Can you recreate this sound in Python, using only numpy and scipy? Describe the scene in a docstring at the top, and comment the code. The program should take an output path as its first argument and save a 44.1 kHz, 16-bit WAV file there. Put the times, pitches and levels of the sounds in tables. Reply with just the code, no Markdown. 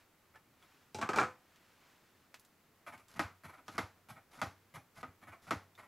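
"""Sleeves rustle over faint hiss, with a tick or two, then a plastic ink pad's lid clatters onto a craft table.
The lid rings as damped modes. The pad is then dabbed on a rubber stamp: a short rub leads most presses,
each press chatters, rings the case and thuds the table, and the tacky ink peels with a soft crackle.
A small furnished room answers with decaying noise; the pair of microphones hears it almost in mono."""
import sys
import numpy as np
from scipy import signal
from scipy.fft import rfft, irfft
from scipy.io import wavfile

SR = 44100
rng = np.random.default_rng(int(sys.argv[2]) if len(sys.argv) > 2 else 0)


def unload_wav(signal):
    """Save mono or channel-first audio to the path in sys.argv[1] as 16-bit WAV at rate SR, clipped to [-1, 1]."""
    wavfile.write(
        sys.argv[1],
        SR,
        np.round(np.clip(np.atleast_2d(signal).T, -1, 1) * 32767).astype(np.int16),
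    )


N = 258988
HIT_N = 16000  # length of one contact with its tail, in samples
HIT_T = np.arange(HIT_N) / SR

# The pad knocks on the stamp: firm landings, and light knocks, one of them as the pad lifts away. Each row: #
# time in seconds, level in dB, treble and table thump in dB relative to that level, lead of the slide's start #
# over the knock in seconds (0 for none).
DAB_KNOCKS = [(3.1936, -33, -12.5, -22, .109), (3.6814, -48.5, -7.5, -16, 0),
              (3.7804, -34.5, -10.5, -10, .115), (4.4158, -35, -11, -5, .099), (4.758, -53, -19, 4, 0),
              (5.0298, -44.5, -19.5, -10, .075), (5.5084, -33, -13, -12.5, .084)]
# Ringing of the pad's case on the table. Each row: frequency in Hz, strength in dB, t60 in seconds.
CASE_MODES = [(263, -1, 0.19), (313, 4.5, 0.093), (488, -7, 0.083), (606, -4, 0.15), (801, 4.5, 0.21),
              (945, -24, 0.22), (1216, -16, 0.12), (1330, 14.5, 0.043), (1483, 15, 0.062), (1550, -36, 1),
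              (1823, -6, 0.6), (1884, -5, 0.13), (1903, 10, 0.083), (1836, -15, 0.056), (2070, 10, 0.08),
              (2158, 3.5, 0.14), (2304, -2.5, 0.13), (2690, -16, 0.39), (3414, 0, 0.054),
              (4060, -2.5, 0.055)]
GRAZE_LEAD_S = 0.04  # the pad's edge grazes the stamp this long before it lands


def undb(db):
    """Decibels to gain."""
    return 10 ** (np.asarray(db) / 20)


def unit(x):
    """Scale to unit energy."""
    return x / np.sqrt(np.sum(x ** 2))


def add(track, s, sound):
    """Mix a sound into the track at a time in seconds."""
    start = max(int(s * SR), 0)
    track[start:start + len(sound)] += sound[:N - start]


def band(x, hz, kind, order=2):
    """Butterworth filter."""
    edges = np.clip(hz, 10, SR / 2 - 500)
    return signal.sosfilt(signal.butter(order, edges, kind, fs=SR, output="sos"), x)


def tint(x, points, size=2048):
    """Causal filter through (Hz, dB) points, built from the cepstrum."""
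    hz, db = np.transpose(points)
    grid = np.maximum(np.arange(size // 2 + 1) * SR / size, 1)
    cepstrum = irfft(np.log(undb(np.interp(np.log(grid), np.log(hz), db))))
    # folding the cepstrum forward gives minimum phase
    cepstrum[1:size // 2] *= 2
    cepstrum[size // 2 + 1:] = 0
    response = irfft(np.exp(rfft(cepstrum)))
    return signal.fftconvolve(x, response)[:len(x)]


def fade(t60):
    """Exponential decay over the length of a hit."""
    return np.exp(-np.log(1000) * HIT_T / max(t60, 1 / SR))


def wander(points):
    """Random values joined by straight lines over the whole scene."""
    return np.interp(np.arange(N), np.linspace(0, N, points), rng.standard_normal(points))


def echoes(early_t60, room_t60, room_db):
    """Dense early reflections that die quickly, then the tail of the room."""
    near, far, size = rng.standard_normal((3, HIT_N))
    early = unit(near * undb(2.2 * size) * fade(early_t60))
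    tail = unit(far * fade(room_t60) * (1 - fade(0.041)))
    return unit(early + undb(room_db) * tail)


def ring(modes, detune, damping):
    """Damped modes; strength and tuning vary with where the blow lands; contact adds damping (1/s)."""
    hz, db, t60 = np.transpose(modes)[:, :, None]
    size, shift, phase = rng.standard_normal((3, len(modes), 1))
    waves = np.sin(2 * np.pi * (hz * (1 + detune * shift) * HIT_T + phase))
    decays = np.exp(-(np.log(1000) / t60 + abs(damping)) * HIT_T)
    ringing = np.sum(undb(db + 2.0 * size) * decays * waves, axis=0)
    return unit(ringing * (1 - fade(.004)))


def spot(hz, t60):
    """The struck spot favours one short resonance."""
    return unit(np.sin(2 * np.pi * hz * HIT_T) * fade(t60))


def voice(x, db, bass_db, low_mid_db, treble_db, low_hz):
    """Weight of a contact sets its bass, hardness its treble; levels hold for the first 25 ms."""
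    bands_hz = [[low_hz, 300], [300, 700], [700, 3200], [3200, 17000]]
    parts = [band(x, edges, "band", order=3) for edges in bands_hz]
    first = int(.025 * SR)
    gains = undb(db + np.array([bass_db, low_mid_db, 0, treble_db]))
    return sum(gain * part / np.std(part[:first]) for gain, part in zip(gains, parts))


def boom(hz, delay, width, linger):
    """A low thud that swells to its peak after a delay and may linger; its pitch varies slightly."""
    swell = np.exp(-((HIT_T - delay) / width) ** 2)
    swell = swell + linger * fade(0.73) * (1 - fade(0.095))
    pitch_hz = hz * (1 + 0.0073 * rng.standard_normal())
    return band(swell * np.cos(2 * np.pi * pitch_hz * (HIT_T - delay)), 36, "high")


def background(air_db=-70.5, hiss_db=-80, hum_db=-93, rumble_db=-90):
    """Still room air, a faint mains hum, deep rumble, and hiss that is opposite in the two microphones."""
    # Colour of the room air. 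Each row: frequency in Hz, level in dB.
    air_colour = [(15, -53.5), (25, -12), (48, -23), (81, -3), (128, -6.5), (176, -5.5), (326, -8),
                  (573, -12), (1060, -13.5), (1280, -13.5), (1670, -16.5), (2300, -18.5), (3090, -24.5),
                  (5570, -27), (15000, -25)]
    # Colour of the microphones' hiss. Each row: frequency in Hz, level in dB.
    hiss_colour = [(15, -48.5), (25, -14), (101, -10.5), (359, -10), (410, -9), (703, -13), (2060, -16),
                   (15500, -22)]
    air = tint(rng.standard_normal(N), air_colour)
    hiss = tint(rng.standard_normal(N), hiss_colour)
    hum = np.sqrt(2) * np.sin(2 * np.pi * 100 * np.arange(N) / SR)
    rumble = band(rng.standard_normal(N), 45, "low")
    common = undb(air_db) * air / np.std(air) + undb(hum_db) * hum
    common = common + undb(rumble_db) * rumble / np.std(rumble)
    return common + undb(hiss_db) * hiss / np.std(hiss) * np.array([[1], [-1]])


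def sleeve(rest_db=-78.5):
    """Cloth rubs softly and a little unevenly, as filtered noise that swells as the arms reach."""
    # Each reach of the arm. Each row: middle in seconds, half length in seconds, level in dB before flutter.
    reaches = [(0, 0.036, -70.5), (0.736, 0.14, -71.5), (1.82, 0.35, -71.5)]
    t = np.arange(N) / SR
    power = undb(rest_db) ** 2
    power = power + sum(undb(db) ** 2 * np.exp(-((t - s) / half) ** 2) for s, half, db in reaches)
    flutter_db = wander(150)
    cloth = band(rng.standard_normal(N), [700, 2400], "band", order=1)
    return cloth / np.std(cloth) * np.sqrt(power) * undb(flutter_db)


def ticks(room_db=2):
    """Small sharp ticks scattered through the scene: a bright snap, a brief ring and a little room."""
    # Each row: start in seconds, level in dB, pitch in Hz, ringing in dB relative to the snap.
    tick_rows = [(0.358, -30.5, 1740, 6.5), (0.626, -41, 3370, 5), (1.5593, -38.5, 2500, -23),
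                 (2.3422, -24.5, 2600, -10), (2.396, -36.5, 10100, -12), (2.449, -39.5, 7000, -17),
                 (2.9772, -37.5, 3500, -27), (3.0834, -38.5, 7500, -5), (5.752, -38.5, 3600, 0)]
    out = np.zeros(N)
    for s, db, hz, ring_db in tick_rows:
        snap = unit(rng.standard_normal(HIT_N) * fade(0.022))
        snap = snap + undb(room_db) * echoes(early_t60=0.12, room_t60=0.11, room_db=-14)
        click = unit(band(snap, [hz / 3, hz * 1.43], "band", order=1))
        click = click + undb(ring_db) * spot(hz, t60=0.085)
        add(out, s, undb(db) * unit(click))
    return out


def brushes(level_db=-60.5, start_db=-6, grain_db=3, peak_lead_s=0.011):
    """The hand's slide brings the pad down: a bright, grainy rub that swells, then fades out as the pad lands."""
    # Colour of the rub. Each row: frequency in Hz, level in dB.
    rub_colour = [(50, 7), (150, 6), (500, -0.5), (1400, 4.5), (2800, -4), (5000, -3.5), (8000, -9),
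                  (11500, -7), (15000, -32)]
    t = np.arange(N) / SR
    catch_db = grain_db * wander(1500)
    rub = tint(rng.standard_normal(N) * undb(catch_db), rub_colour)
    swell = np.zeros(N)
    for s, _, _, _, slide_s in DAB_KNOCKS:
        if slide_s > GRAZE_LEAD_S:
            start, peak = s - slide_s, s - peak_lead_s
            swell += np.interp(t, [start - .01, start + 0.0017, peak, peak + 0.012], [0, undb(start_db), 1, 0])
    return undb(level_db) * swell * rub / np.std(rub)


def soft_contacts():
    """Steps of each rocking touch, and the dull, heavy graze late in each slide: (s, level, bass, treble dB)."""
    # Fingers shift, or the pad rocks on the tacky stamp and peels off. Each row: start in seconds, level in dB,
    # bass and treble in dB relative to it (bass before its trim), number of contacts,
    # level change from one to the next in dB.
    touch_rows = [(0.340, -61.5, -21, -20, 1, 0), (0.619, -66.5, -17, -7, 1, 0),
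                  (2.865, -48, -18, -11.5, 1, 0), (2.923, -53, -11.5, -11.5, 1, 0),
                  (2.984, -65.5, -9, -7, 1, 0), (3.436, -53, -2, -8, 4, -2.5), (4.087, -53.5, -6, -5, 1, 0),
                  (4.159, -58, -13, -15.5, 1, -4), (4.331, -61.5, -22, -5, 1, 0),
                  (4.74, -53, -3.5, -4.5, 1, 0), (4.963, -57.5, -5, -10.5, 1, 0),
                  (5.217, -59, -5.5, -10, 1, 0), (5.271, -55, -5.5, -12, 2, 0.5),
                  (5.778, -54.5, -12, -10, 2, -6)]
    rock_s, rock_bass_db, rock_treble_db = .046, -11.5, -2.5  # even steps, each with less bass and treble
    graze_re_dab_db, graze_bass_db, graze_treble_db = -22.5, -2, -20
    contacts = []
    for s, db, bass_db, treble_db, count, change_db in touch_rows:
        for k in range(round(count)):
            step = (s + k * rock_s, db + k * change_db, bass_db + k * rock_bass_db, treble_db + k * rock_treble_db)
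            contacts.append(step)
    for s, db, _, _, slide_s in DAB_KNOCKS:
        if slide_s > GRAZE_LEAD_S:
            contacts.append((s - GRAZE_LEAD_S, db + graze_re_dab_db, graze_bass_db, graze_treble_db))
    return contacts


def touches(bass_trim_db=-2, modes_db=-9, spot_db=-11, boom_db=-1, grain_db=5, first_db=-15):
    """A first contact, then many tiny sticks and releases that crackle into the pad's case."""
    # Colour of the soft contacts. Each row: frequency in Hz, level in dB.
    peel_colour = [(47, -32), (80, -5.5), (168, -7), (371, -20.5), (684, -4.5), (1130, -3), (1290, 1.5),
                   (1680, -8), (2230, -3.5), (2720, -16.5), (4210, -26.5), (7610, -28.5), (8870, -28.5),
                   (11500, -24), (15000, -49)]
    rise_s, length_s = 0.015, 0.015  # peak and half width of the crackle's swell
    out = np.zeros(N)
    for s, db, bass_db, treble_db in soft_contacts():
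        push, size = rng.standard_normal((2, HIT_N))
        swell = np.exp(-((HIT_T - rise_s) / length_s) ** 2)
        grains = unit(push * undb(grain_db * size) * swell)
        grains = grains + undb(first_db) * signal.unit_impulse(HIT_N)
        paths = signal.unit_impulse(HIT_N) + 0.84 * echoes(early_t60=0.16, room_t60=0.32, room_db=-6.5)
        case = undb(modes_db) * ring(CASE_MODES, detune=0.0187, damping=3.8)
        case = case + undb(spot_db) * spot(1298, t60=0.067)
        crackle = signal.fftconvolve(grains, unit(tint(paths, peel_colour)) + case)[:HIT_N]
        add(out, s, voice(crackle, db, bass_db + bass_trim_db, -7.5, treble_db, low_hz=99))
        add(out, s, undb(db + bass_db + boom_db) * boom(hz=96.2, delay=0.0455, width=0.013, linger=0.1))
    return out


def lid(gain_db=-1, treble_trim_db=-1, modes_db=-6, spot_db=-4, snap_db=-22):
    """Hard plastic edges strike the table in turn: a bright snap, a crack, its reflections and the ringing shell."""
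    # The lid lands and rocks to rest. Each row: start in seconds, level in dB before the gain, low mids in dB
    # and treble in dB before its trim, both relative to the level, resonance of the struck spot in Hz.
    clacks = [(0.946, -49, 4, 1.5, 852), (0.986, -47.5, 2, -8.5, 883), (1.0139, -37.5, -10.5, -10, 1110),
              (1.026, -36.5, -9, -18, 1174), (1.0904, -34, -2.5, -12.5, 1268),
              (1.133, -35.5, -8, -16, 1207), (1.16, -35.5, -7.5, -8, 893), (1.174, -39, 4, -7, 1260),
              (1.186, -25.5, -14.5, -19, 1370), (1.198, -35, -4, -9, 1160), (1.2138, -34.5, -8, -20, 1430),
              (1.229, -34.5, -11, -17.5, 1280)]
    # The sharp edge, then the blunt one. Each row: upper resonance in Hz, its level in dB relative to the
    # struck spot, crack in dB for the loudest blow.
    edges = [(2345, -7.5, -5), (1647, -6, -15.5)]
    # Ringing of the lid. Each row: frequency in Hz, strength in dB, t60 in seconds.
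    lid_modes = [(225, 5, 0.18), (379, -13, 0.3), (506.7, -1, 0.39), (740, -10.5, 0.64), (834.6, 0, 0.32),
                 (880, -13, 0.24), (1019, 3, 0.47), (1038, -23, 0.277), (1393, -22, 0.31), (1196, -35, 1),
                 (1361, -21, 0.31), (1330, -8, 0.06), (1530, 8, 0.25), (1886, -1, 0.1), (1934, -25, 0.14),
                 (2237, -39, 0.223), (2325, -9, 0.122), (2518, -41, 0.39), (3080, -19, 0.29),
                 (3310, -20, 0.27)]
    # Colour of its dense short resonances. Each row: frequency in Hz, level in dB.
    lid_colour = [(29, -58.5), (50, -21.5), (93, -3), (285, -9), (362, -3.5), (557, -10), (816, -2),
                  (941, -7), (1310, 0.5), (2070, -11.5), (2330, -7.5), (2960, -20), (7870, -25.5),
                  (13600, -45), (15000, -70)]
    # the loudest blow and its bass, both before the gain; growth of bass and crack with the blow (dB per dB)
    loudest_db, loudest_bass_db, bass_growth, crack_growth = -25.5, -45, .25, 0.71
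    # low spots hold longer, for a set number of cycles; light contacts ring more (dB per dB)
    spot_cycles, ring_fall = 210, 0.25
    out = np.zeros(N)
    for k, (s, db, low_mid_db, treble_db, hz) in enumerate(clacks):
        upper_hz, upper_db, crack_db = edges[k % len(edges)]
        force_db = db - loudest_db
        bass_db = loudest_bass_db + bass_growth * force_db - db
        snap = unit(band(rng.standard_normal(HIT_N) * fade(0.016), [3500, 8000], "band"))
        crack = unit(tint(signal.unit_impulse(HIT_N), lid_colour))
        crack = undb(crack_db + crack_growth * force_db) * crack
        scatter = unit(tint(echoes(early_t60=.1, room_t60=.26, room_db=-3.5), lid_colour))
        struck = undb(-ring_fall * min(force_db, 0)) * spot(hz, spot_cycles / hz)
        struck = struck + undb(upper_db) * spot(upper_hz, t60=0.107)
        shell = undb(modes_db) * ring(lid_modes, detune=0.0039, damping=7.4) + undb(spot_db) * struck
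        clack = undb(snap_db) * snap + crack + scatter + shell
        add(out, s, voice(clack, db + gain_db, bass_db, low_mid_db, treble_db + treble_trim_db, low_hz=78.0))
    return out


def chatter(gap_s, keep, soft_hz=3000, scuff_t60=0.0065, count=4):
    """The pad's hard edge scuffs as it lands, then its face bounces a few times, tending softer."""
    bounces = np.zeros(HIT_N)
    for k, (late, size) in enumerate(rng.standard_normal((count - 1, 2)), 1):
        bounces[int(abs(gap_s * (k + .1 * late)) * SR)] += keep ** k * undb(2 * size)
    scuff = unit(rng.standard_normal(HIT_N) * fade(scuff_t60))
    face = band(signal.unit_impulse(HIT_N) + bounces, soft_hz, "low")
    return face + band(scuff, soft_hz, "high")


def dabs(crack_db=-4, modes_db=-6, spot_db=-10, boom_db=-10):
    """The pad chatters onto the stamp, its case rings, the table thuds and the room returns a deeper boom."""
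    # Colour of the pad's dense short resonances. Each row: frequency in Hz, level in dB.
    pad_colour = [(29, -27), (50, 11), (279, -12), (408, -14.5), (674, -9.5), (742, -8.5), (987, -5.5),
                  (1350, -3), (1750, -9.5), (2120, -8.5), (2890, -20), (6200, -25.5), (9310, -35),
                  (11300, -29.5), (15000, -55)]
    bass_db, low_mid_db = -10.5, -6.5  # the same body for every dab, relative to its level
    out = np.zeros(N)
    for s, db, treble_db, thump_db, _ in DAB_KNOCKS:
        contacts = chatter(gap_s=.0042, keep=0.82)
        crack = undb(crack_db) * unit(tint(contacts, pad_colour))
        rattle = unit(tint(echoes(early_t60=0.093, room_t60=0.28, room_db=-2), pad_colour))
        case = undb(modes_db) * ring(CASE_MODES, detune=0.0077, damping=11.7)
        case = case + undb(spot_db) * spot(1254.5, t60=0.12)
        case = signal.fftconvolve(unit(contacts), case)[:HIT_N]
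        add(out, s, voice(crack + rattle + case, db, bass_db, low_mid_db, treble_db, low_hz=153.5))
        add(out, s, undb(db + thump_db) * boom(hz=133, delay=0.0211, width=0.0067, linger=0))
        add(out, s, undb(db + boom_db) * boom(hz=95.1, delay=0.062, width=0.0092, linger=0.23))
    return out


def scene():
    """All handling sits in the centre; a faint, mostly treble spread follows it, opposite in the two channels."""
    # Colour of the stereo spread. Each row: frequency in Hz, level in dB.
    spread_colour = [(100, -41), (1200, -66.5), (3000, -31.5), (8000, -16), (14000, -4.5)]
    handling = sleeve() + ticks() + brushes() + touches() + lid() + dabs()
    spread = tint(unit(rng.standard_normal(HIT_N) * fade(.03)), spread_colour)
    side = signal.fftconvolve(handling, spread)[:N]
    return background() + handling + side * np.array([[1], [-1]])


def record(dry):
    """The microphone port has a notch in the treble; the top is cut above 15.6 kHz."""
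    coloured = dry - 0.5 * band(dry, [8600, 9700], "band", order=1)
    top_cut = signal.ellip(8, .2, 70, 15600, fs=SR, output="sos")
    return signal.sosfilt(top_cut, coloured)


dry = scene()
out = record(dry)
unload_wav(out)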